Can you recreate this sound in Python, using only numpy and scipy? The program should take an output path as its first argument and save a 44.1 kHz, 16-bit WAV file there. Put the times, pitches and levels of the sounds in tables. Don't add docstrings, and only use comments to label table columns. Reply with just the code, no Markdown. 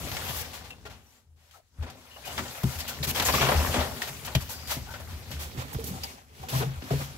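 import sys
import numpy as np
from scipy import signal
from scipy.fft import rfft, irfft, next_fast_len
from scipy.io import wavfile

SR = 44100
rng = np.random.default_rng(int(sys.argv[2]) if len(sys.argv) > 2 else 0)


def digitize_waveform(pressure):
    field = np.atleast_2d(pressure).T
    bounded = np.clip(field, -1, 1)
    quanta = np.round(bounded * 32767).astype(np.int16)
    wavfile.write(sys.argv[1], SR, quanta)


def gain_from_db(level_db):
    decades = np.asarray(level_db, float) / 20
    return 10 ** decades


N = 316356

# [f/Hz, width/Hz, level/dB]
CAVITY = [(48.6, 28, -4.5), (75, 30, 6.5)]
# [f/Hz, width/Hz, level/dB]
WALL = [(134, 8.4, 1.5), (159.2, 73, -10)]
# [f/Hz, width/Hz, level/dB]
FLAP = [(198, 18, -1), (254.6, 50, 2.5), (301, 90, -2), (381, 145, -3.5)]


def rms_one(x):
    return x / np.sqrt(np.mean(x ** 2) + 1e-20)


def in_time(rows):
    s, *columns = np.transpose(rows)
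    return np.array([np.interp(np.arange(N) / SR, s, c) for c in columns])


def at_hz(points, hz):
    known_hz, db = np.transpose(points)
    return np.interp(np.log(hz), np.log(known_hz), db)


def drift(rate):
    every = 40
    r = np.exp(-2 * np.pi * rate * every / SR)
    white = rng.standard_normal(N // every + 2002)
    slow = signal.lfilter([1], [1, -2 * r, r * r], white)[2000:]
    return np.interp(np.arange(N) / every, np.arange(len(slow)), rms_one(slow))


def noise_bands(spectrum, low_hz):
    alike_hz = 1100
    edges = low_hz * 2 ** np.arange(0, np.log2(21000 / low_hz), .4)
    white = rng.standard_normal((2, 2, N))
    for k, (low, high) in enumerate(zip(edges, edges[1:])):
        band = signal.butter(2, [low, high], "band", fs=SR, output="sos")
        mid, side = signal.sosfilt(band, white[k % 2])
        hz = np.sqrt(low * high)
        alike = 1 / (1 + (hz / alike_hz) ** 2)
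        stereo = np.sqrt(1 + alike) * mid + np.sqrt(1 - alike) * side * [[1], [-1]]
        yield hz, gain_from_db(at_hz(spectrum, hz)) * stereo


def resonate(x, modes):
    out = 0
    for k, (hz, width, db) in enumerate(modes):
        r = np.exp(-np.pi * width / SR)
        poles = [1, -2 * r * np.cos(2 * np.pi * hz / SR), r * r]
        out = out + (-1) ** k * gain_from_db(db) * signal.lfilter([1 - r, 0, r - 1], poles, x)
    return out


def background():
    # [f/Hz, level/(dB per Hz)]
    hush_spectrum = [(18, -40), (30, 10), (81, 1), (374, -40), (649, -14), (16000, -31)]
    return gain_from_db(-79) * rms_one(sum(band for hz, band in noise_bands(hush_spectrum, 23.3)))


def workshop(x):
    t60_s, wall_cut_hz = 0.21, 25000
    size = next_fast_len(N + SR)
    turn = np.exp(-2j * np.pi * np.arange(size // 2 + 1) / size)
    dull = np.exp(-2 * np.pi * wall_cut_hz / SR)
    echo = np.zeros((2, len(turn)), complex)
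    lags = (np.geomspace(.0123, .039, 12) * SR).astype(int)
    for k, lag in enumerate(lags):
        loss = gain_from_db(-60 * lag / SR / t60_s) * (1 - dull) / (1 - dull * turn)
        loop = loss * np.exp(lag * np.log(turn))
        echo[k % 2] += (-1) ** (k // 2) * loop / (1 - loop)
    return irfft(echo * rfft(x, size), size)[:, :N]


def grip_parts():
    # [t/s, force level/dB, flaps flexing against the body/dB]
    grip = [(0, -35.5, -2.5), (.74, -54, 3), (.92, -44.5, -7.5), (1.1, -66, 2), (1.7, -66.5, -15),
            (1.84, -49, 7.5), (2.1, -61.5, 0), (2.39, -43, 2), (2.57, -54, 1.5), (3.47, -33.5, 6),
            (4.03, -45.5, 3.5), (4.55, -44, -6), (5.7, -44, -0.7), (5.88, -40.5, 6), (6.25, -60, 1),
            (6.6, -43.5, 8), (6.8, -48.5, -7), (7.17, -44.5, -1)]
    force_db, flex_db = in_time(grip)
    return force_db, force_db - 9 + flex_db, force_db - 7.5 + flex_db


def handling():
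    out = 0
    for modes, level_db, apart in zip((CAVITY, WALL, FLAP), grip_parts(), (.32, .28, .1)):
        first_hz = modes[0][0]
        force = rng.standard_normal((2, N))
        broad = [(first_hz * 1.13, first_hz * 2.7, 0)]
        mid, side = resonate(resonate(force, modes), broad)
        scale = gain_from_db(level_db - 0.5 + 1.46 * drift(7.4)) / mid.std()
        out = out + scale * (mid + apart * side * [[1], [-1]])
    return out


def box_parts(db, place, reach_db):
    loss = reach_db * (np.arange(3) - place) ** 2
    return db - loss + loss.min()


def blows():
    # [t/s, level/dB, place (0 body, 1 wall, 2 flap), push/s, t60/s]
    sharp_knocks = [(0.03, -37, 0.6, .0012, 0.048), (1.786, -23.5, 0.13, 0.015, 0.13),
                    (2.638, -17, 1.14, 0.004, 0.18), (3.0044, -27, 0.86, 0.0042, 0.13),
                    (3.3403, -26.5, 1.5, 0.0017, 0.2), (3.6817, -20.5, 0.3, .006, 0.074),
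                    (3.7518, -27.5, 2, 0.0054, 0.43), (3.783, -27.5, -0.5, 0.0014, 0.15),
                    (3.2, -27, 2.5, .005, 0.11), (4.1, -38, 1, .005, 0.13),
                    (5.764, -27, 0.5, 0.0035, 0.032), (4.353, -16.5, 0.87, 0.004, 0.22),
                    (4.414, -29, -1, .01, 0.07), (4.7681, -33, 1.1, .0014, 0.14),
                    (5.307, -37.5, 1.1, 0.0064, 0.45), (5.5478, -28, 10, 0.011, 0.11),
                    (5.576, -21, 1.13, 0.0093, .11), (5.785, -48, 0, .0012, 1),
                    (6.77, -29, -1.5, 0.0077, 0.075), (6.825, -39, 3.5, .0011, .35),
                    (6.907, -31, 2.5, 0.0063, 0.2)]
    # [t/s, level/dB, place (0 body, 1 wall, 2 flap), push/s, t60/s]
    shoves = [(.2961, -16, 1, 0.027, 0.063), (2.3812, -34, 1.87, .012, 0.39),
              (2.7542, -23, -1.3, 0.025, 0.11), (3.0677, -22, 0.9, .024, 0.16),
              (3.544, -9.5, -0.54, 0.045, 0.16), (5.13, -25, -0.68, .026, 0.099),
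              (5.749, -12.5, 1.3, 0.02, 0.053), (6.3985, -28.5, 0.81, 0.014, 0.081),
              (6.6, -31, 1.5, .03, .29), (1.234, -54, 0.16, 0.045, 0.65), (5.945, -36, 2, .012, 0.11),
              (7.0, -27.5, 1.56, 0.013, 0.12)]
    # [t/s, level/dB, push/s, t60/s]
    booms = [
        (5.9013, -25.5, 0.046, 0.21),
        (6.524, -20.5, .024, 0.54),
        (6.635, -22.5, 0.014, 0.27),
        (3.41, -22, 0.03, 0.4),
        (6.91, -21, .006, 0.44),
    ]
    out = []
    for s, db, place, push, t60 in sorted(sharp_knocks + shoves):
        out.append((s, box_parts(db, place, 11), push, t60))
    for s, db, push, t60 in booms:
        out.append((s, box_parts(db, 1, 16), push, t60))
    return out


def caught(s, t):
    # [t/s, loss/dB]
    catches = [
        (4.383, 15),
        (5.772, 8),
        (2.705, 8),
    ]
    catch_s = 0.006
    return sum(loss_db * np.clip((s + t - at) / catch_s, 0, 1) for at, loss_db in catches if at > s)


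def knocks():
    out = np.zeros(N)
    hits = blows()
    chance = rng.standard_normal((len(hits), 2, 9))
    for (s, part_db, push, t60), (detune, uneven) in zip(hits, chance):
        at = round(s * SR)
        t = np.arange(min(N - at, SR // 2)) / SR
        modes = []
        parts = zip((CAVITY, WALL, FLAP), part_db, (2.5, 2.5, -1.5), (1.45, 1, .6))
        for part, blow_db, more_db, pace in parts:
            modes += [(hz, db + blow_db + more_db, pace) for hz, width, db in part]
        for (hz, db, pace), d, u in zip(modes, detune, uneven):
            swell = 1 - np.exp(-t / (max(push, .0005) * pace))
            decay_db = caught(s, t) + 60 * t / (max(t60, .02) * pace)
            tone = np.sin(2 * np.pi * hz * (1 + 0.028 * d) * t)
            out[at:at + len(t)] += gain_from_db(db + 0.24 * u - decay_db) * swell * tone
    return out


def rings():
    # [t/s, f/Hz, level/dB,
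    # t60/s]
    lone_notes = [(5.33, 74, -31, .7), (5.306, 205, -35, .08), (3.598, 80, -23, .15),
                  (6.908, 1250, -33, .05), (5.746, 1500, -36, .03), (3.198, 850, -22, .03),
                  (3.223, 830, -26, .04), (6.0, 70, -38, .3), (4.768, 245, -31, .08),
                  (4.766, 680, -38, .06), (6.034, 4900, -31, .04), (6.034, 6000, -35, .03),
                  (.705, 2720, -33, .045), (.167, 2160, -33, .04), (.291, 931, -34, .05),
                  (.291, 3100, -38, .05), (.86, 1400, -44, .1), (.852, 423, -42.5, 0.16),
                  (3.765, 596, -31, 0.57), (4.02, 1870, -16, 0.02), (4.351, 628, -20.5, 0.042),
                  (5.787, 453, -28, 0.11), (6.435, 763, -29.5, 0.07), (6.53, 655, -34.5, 0.4),
                  (6.605, 401, -26.5, 0.16), (5.905, 188, -29.5, 0.19), (2.64, 199, -17, 0.076),
                  (6.907, 410, -23.5, 0.15), (6.907, 679, -20, 0.059)]
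    out = np.zeros(N)
    for s, hz, db, t60 in lone_notes:
        at = round(s * SR)
        t = np.arange(min(N - at, SR // 3)) / SR
        strike = 1 - np.exp(-t / 0.0012)
        out[at:at + len(t)] += gain_from_db(db - 60 * t / t60) * strike * np.sin(2 * np.pi * hz * t)
    return out


def squeaks():
    # [t/s, length/s, start f/Hz, end f/Hz, level/dB]
    catching = [(0.71, 0.03, 2720, 2700, -57), (2.255, .075, 690, 720, -50), (2.3, .025, 2950, 2950, -54),
                (2.232, .05, 2500, 2450, -56), (4.935, .04, 1480, 1470, -52), (4.487, .03, 910, 900, -54),
                (5.713, .025, 870, 870, -52), (6.035, .035, 860, 880, -50), (1.13, .08, 7300, 7350, -76),
                (1.05, .07, 5800, 5900, -75), (6.07, .03, 2200, 2200, -55), (1.531, 0.044, 1280, 1300, -66),
                (1.54, 0.073, 820, 630, -64), (2.1, 0.084, 2890, 2860, -57),
                (2.88, 0.054, 1514, 1493, -52.5), (4.5, 0.23, 4840, 4770, -56.5),
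                (4.876, 0.0616, 1480, 1480, -54), (4.875, 0.062, 890, 873, -54.5),
                (2.245, 0.063, 2950, 2900, -53), (4.49, 0.076, 1500, 1480, -58),
                (5.925, .08, 768, 746, -55), (6.032, 0.018, 5200, 4520, -37.5)]
    out = np.zeros((2, N))
    waver = signal.lfilter([1], [1, -.995], rng.standard_normal((2, 2, N)))
    own = waver[0] + 1j * waver[1]
    common = waver[0, :1] + 1j * waver[1, :1]
    waver = (own + 1.43 * common) / waver.std() / 0.99
    for s, length, start_hz, end_hz, db in catching:
        at, count = round(s * SR), round(length * SR)
        turn = np.exp(2j * np.pi * np.cumsum(np.geomspace(start_hz, end_hz, count)) / SR)
        tone = (turn * waver[:, at:at + count]).real
        out[:, at:at + count] += gain_from_db(db) * signal.windows.tukey(count, .5) * tone
    return out


def chatter():
    # [t/s, length/s, f/Hz, level/dB]
    runs = [(0.177, 0.036, 990, -47), (0.211, 0.026, 1480, -48), (2.362, 0.024, 3310, -44),
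            (2.376, 0.024, 1240, -40), (2.38, 0.018, 1970, -40), (2.795, 0.024, 4950, -44),
            (3.019, 0.028, 3930, -39), (3.091, 0.024, 2630, -43), (3.199, 0.038, 1760, -40),
            (3.219, 0.02, 740, -38), (3.242, 0.03, 1050, -41), (3.252, 0.026, 1860, -40),
            (3.24, 0.046, 7000, -36), (3.276, 0.022, 990, -33), (3.316, 0.02, 4680, -38),
            (3.332, 0.02, 1110, -32), (3.374, 0.018, 1170, -37), (3.394, 0.032, 390, -42),
            (3.416, 0.022, 1110, -34), (3.42, 0.044, 350, -41), (3.464, 0.04, 1050, -37),
            (3.482, 0.022, 700, -32), (3.486, 0.018, 1110, -33), (3.526, 0.018, 350, -40),
            (3.536, 0.016, 660, -38), (3.588, 0.02, 2630, -42), (3.584, 0.032, 520, -40),
            (3.63, 0.016, 700, -42), (3.638, 0.016, 420, -45), (3.687, 0.02, 590, -42),
            (3.731, 0.02, 620, -39), (3.723, 0.03, 1660, -43), (3.799, 0.022, 3710, -42),
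            (3.857, 0.022, 620, -42), (3.903, 0.024, 740, -45), (4.011, 0.022, 1320, -44),
            (4.342, 0.026, 3120, -36), (4.711, 0.018, 1480, -43), (4.935, 0.02, 1480, -46),
            (6.515, 0.024, 350, -46), (6.527, 0.022, 880, -43), (6.531, 0.05, 1050, -47),
            (6.609, 0.018, 740, -42), (6.621, 0.028, 440, -41), (6.922, 0.018, 440, -38),
            (6.988, 0.026, 590, -47)]
    slips_per_s, cycles, gain_db, late_s = 600, 9.0, 8, 0.007
    out, size = np.zeros((2, N)), SR // 12
    t = np.arange(size) / SR
    chance = rng.standard_normal((len(runs), 4, size))
    for (s, length, hz, db), (when, force, left, right) in zip(runs, chance):
        impulses = force * (np.abs(when) < 1.25 * slips_per_s / SR)
        drive = impulses + 0.12 * np.array([left, right])
        body = rms_one(resonate(drive, [(hz, hz / cycles, 0)]))
        at = round((s + late_s) * SR)
        fade = gain_from_db(db + gain_db - 20 * (t / max(length, .005)) ** 2.5)
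        out[:, at:at + size] += fade * (1 - np.exp(-t / 0.0015)) * body
    return out


def buckling(per_s, spread_db, t60):
    born = rng.random(N) < per_s * gain_from_db(5.0 * drift(14)) / SR
    power = born * gain_from_db(2 * spread_db * np.minimum(rng.exponential(1, N), 4)) + 1e-18
    power = signal.lfilter([1], [1, -gain_from_db(-120 / (t60 * SR))], power)
    return power / power.mean()


def pings(count, cycles):
    size = gain_from_db(5.0 * np.minimum(rng.exponential(1, N), 1.2))
    size = size * (rng.random(N) < 350 * gain_from_db(5.0 * drift(14)) / SR)
    dealt, out = rng.integers(0, count, N), np.zeros((2, N))
    pitches = np.geomspace(480, 4800, count) * gain_from_db(0.32 * rng.standard_normal(count))
    for k, hz in enumerate(pitches):
        ring = resonate(size * (dealt == k) + 1e-18, [(hz, hz / cycles, 0)])
        pan_db = np.array([[1], [-1]]) * 6.6 * np.tanh(rng.standard_normal())
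        out += ring * gain_from_db(pan_db) * (480 / hz) ** 0.75
    return rms_one(out)


def sheet_parts(db, rub_db, flex_db, hiss_db):
    return np.array([db + flex_db - rub_db, db, db + hiss_db + rub_db])


def contacts():
    # [t/s, level/dB, rubbing against bending/dB, t60/s]
    ticks = [(.115, -32.5, 1.5, 0.04), (.1666, -28.5, 0, 0.05), (.274, -47, 1, .024),
             (0.7045, -41, 3, 0.05), (1.51, -52.5, 6, 0.2), (1.8995, -44.5, 6, 0.11),
             (2.804, -33, 7, 0.097), (3.198, -19.5, 0, .082), (3.222, -26, 6, 0.11),
             (3.451, -25.5, -6, 0.45), (3.487, -24, -11, 0.073), (3.517, -27, -17.5, 0.071),
             (3.97, -39, 0, 0.34), (4.018, -28.5, 2.5, 0.23), (4.274, -37, -7, 0.18),
             (4.35, -21.5, 3, 0.049), (4.938, -39, -4, 0.21), (4.717, -31, 2, .04), (3.742, -25, -5, .05),
             (3.159, -30, 0, .05), (5.746, -41, -6, .03), (4.49, -43, 6, .05), (5.3144, -36, 5, 0.57),
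             (5.8404, -42.5, 18, .166), (6.034, -33, 8.5, 0.13), (6.821, -41, -6, .08),
             (4.28, -36, -3, .04), (.29, -47, 1.5, .04), (2.379, -28, -4, 0.06), (1.826, -51, 10, .06)]
    # [t/s, level/dB, rubbing against bending/dB, t60/s]
    fold_slips = [(.074, -42, -3, .022), (.5318, -39, 2.5, 0.35), (.64, -46, 0, .25),
                  (0.852, -42, -3.5, 0.091), (.897, -46.5, -1, 0.48), (1.822, -45, -7, 0.078),
                  (1.863, -47.5, -8, 0.13), (2.3782, -32, -3.5, 0.087), (2.786, -37, 7.5, 0.077),
                  (2.878, -33.5, 6.5, 0.14), (3.03, -28.5, 5, 0.064), (3.147, -30.5, 4.5, .11),
                  (3.169, -26.5, -1, .137), (3.255, -26, 7, 0.18), (3.2842, -25.5, -5, 0.056),
                  (3.3362, -24, -2, 0.11), (3.409, -22.5, -5, 0.1), (4.073, -35, 0.5, .084),
                  (4.248, -36.5, 6.5, .043), (4.406, -38, 4.5, 0.051), (4.672, -37.5, 6, 0.12),
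                  (4.695, -31.5, 1.5, 0.073), (4.706, -29.5, 6, 0.23), (4.904, -51, 10, .23),
                  (5.862, -42, 12.5, 0.25), (6.485, -35, 6, 0.044), (6.904, -36.5, 1, .23),
                  (7.004, -41, -9.5, 0.019)]
    # [t/s, level/dB, rubbing against bending/dB, t60/s, length/s]
    rubs = [(.342, -37, 7.5, 0.072, 0.077), (1.053, -61, 2.5, 0.29, 0.12), (1.358, -60, 2.5, 0.3, 0.14),
            (1.526, -57, 5.5, .15, 0.046), (2.25, -39.5, 3.5, .167, 0.031), (2.64, -39, 4.5, 0.13, 0.12),
            (3.069, -30.5, 7, 0.027, 0.044), (3.735, -29.5, -6, 0.41, 0.07),
            (4.4916, -39, 8.5, 0.25, 0.029), (5.082, -47.5, 1, .34, 0.05), (5.391, -38, 5, 0.26, .043),
            (5.5705, -38, -2, 0.083, 0.054), (6.328, -50.5, 3, .2, 0.12), (6.504, -32, 3, 0.43, .085),
            (6.601, -36, -9, 0.032, 0.033), (6.824, -42, 0.5, .34, 0.13), (6.943, -39.5, 4, 0.55, 0.091)]
    # [t/s, level/dB, rubbing against bending/dB, t60/s]
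    scuffs = [
        (2.1615, -59.5, -10, 0.093),
        (2.632, -41.5, -3, .026),
        (5.306, -52, 0.5, 0.016),
        (5.7294, -52.5, 7.5, 0.082),
        (5.745, -50.5, -6.5, 0.02),
        (5.795, -52.5, 0, 0.14),
        (6.429, -52.5, -4, .018),
        (4.871, -63, -9, .14),
        (5.0, -52.5, -3, 0.086),
    ]
    kinds = ((ticks, (-11.5, -11.5), 0.0041), (fold_slips, (-8.5, -8), 0.021),
             (rubs, (-6, -6), None), (scuffs, (4.5, 6.5), 0.01))
    out = []
    for rows, parts_db, hold in kinds:
        for s, db, rub_db, t60, *length in rows:
            out.append((s, sheet_parts(db, rub_db, *parts_db), hold or length[0], t60))
    return out


def snaps():
    out = np.full((3, N), 1e-12)
    for s, part_db, hold, t60 in contacts():
        at = round(s * SR)
        t = np.arange(min(N - at, SR // 2)) / SR
        start = 1 - np.exp(-t / (0.00043 + 5.7 * hold ** 2))
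        after = np.maximum(t - hold, 0)
        for part, db, stretch, crack in zip(out, part_db, (1.3, 1, .8), (.8, 3.5, .2)):
            decay = gain_from_db(db - 60 * after / (np.clip(t60, .01, .35) * stretch)) ** 2
            part[at:at + len(t)] += start * (1 + crack * np.exp(-t / 0.0017)) * decay
    return out


def paper():
    # [f/Hz, level/(dB per Hz)]
    paper_spectrum = [(210, -35), (350, -5.5), (514, -10.5), (613, 3), (871, -2.5), (1160, -5), (1410, -9),
                      (2000, -11.5), (2940, -16.5), (6750, -14.5), (8850, -13), (13600, -14), (16000, -18)]
    # [t/s, effort level/dB, rubbing against bending/dB]
    crumpling = [(0, -39.5, 1.5), (.33, -36, 2), (.78, -59, 0), (1.17, -67, 7), (1.25, -78, 6),
                 (1.71, -73.5, 5), (1.83, -53, -4.5), (2.15, -54.5, 2.5), (2.33, -40.5, 1.5),
                 (3.1, -44, 1.5), (3.35, -29, 2), (3.65, -31, 0), (3.9, -42, 3.5), (5.1, -49.5, 2),
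                 (6.1, -45.5, 1), (6.27, -61.5, 1), (6.47, -49, -1), (7.17, -49.5, 1.5)]
    split_hz, part_hz = (1500, 6000), (800, 3000, 10000)
    shared = buckling(200, spread_db=-1.0, t60=0.03)
    own = [buckling(150, spread_db=3.5, t60=0.012) for k in range(4)]
    bands = list(noise_bands(paper_spectrum, 381.2))
    part_of = [np.searchsorted(split_hz, hz) for hz, band in bands]
    usual = np.bincount(part_of, [band.var() for hz, band in bands])[:, None]
    rustle = gain_from_db(sheet_parts(*in_time(crumpling), -6, -5)) ** 2
    slips = snaps()
    rustle_db, slips_db = 10 * np.log10(rustle / usual), 10 * np.log10(slips / usual)
    flex, crackle, hiss = rustle + slips
    harder = (hiss / gain_from_db(-98)) ** 0.068 * (hiss / crackle) ** 0.06
    out = gain_from_db(-7) * (flex * crackle) ** .25 * pings(count=28, cycles=38.0)
    for k, (hz, band) in enumerate(bands):
        grainy = np.clip(.65 - 0.19 * np.log2(hz / 1400) ** 2, .1, .9)
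        grain = 1 - grainy + grainy * (0.46 * shared + 0.42 * own[k // 2 % 4])
        shares = [np.interp(np.log(hz), np.log(part_hz), one) for one in np.eye(3)]
        steady = grain * gain_from_db(shares @ rustle_db + 2.0 * drift(11.6)) ** 2
        sudden = grain ** 0.33 * gain_from_db(shares @ slips_db) ** 2
        if hz > part_hz[2]:
            band = band * harder
        out = out + band * np.sqrt(steady + sudden)
    return out


def placed(x):
    # [t/s, left minus right level/dB, left lag/ms]
    whereabouts = [
        (0, 4, 0.12),
        (5.3, 3, 0.081),
        (5.55, -2.5, 0.3),
        (5.85, -2.5, 0.3),
        (5.95, 1.5, 0.3),
        (6.15, 1.3, 0.36),
        (7.17, 2, 0.25),
    ]
    pan_db, lag_ms = in_time(whereabouts)
    lag = np.round(lag_ms * SR / 1000).astype(int)
    left = x[0, np.maximum(np.arange(N) - lag, 0)]
    return np.array([left * gain_from_db(pan_db / 2), x[1] * gain_from_db(-pan_db / 2)])


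def scene():
    close = placed(paper() + squeaks() + handling() + knocks() + rings() + chatter())
    high = signal.butter(2, 220, "high", fs=SR, output="sos")
    room = gain_from_db(-15.5) * workshop(signal.sosfilt(high, close.mean(axis=0)))
    return close + room + background()


def low_pass(x):
    return signal.sosfilt(signal.butter(12, 17000, fs=SR, output="sos"), x)


def record(dry):
    bass_cut = signal.butter(2, 45, "high", fs=SR, output="sos")
    coloured = signal.sosfilt(bass_cut, dry)
    coloured = coloured - 0.45 * resonate(coloured, [(9030, 2870, 0)])
    top_cut = signal.ellip(10, .5, 70, 15720, fs=SR, output="sos")
    return low_pass(signal.sosfilt(top_cut, coloured))


dry = scene()
out = record(dry)
digitize_waveform(out)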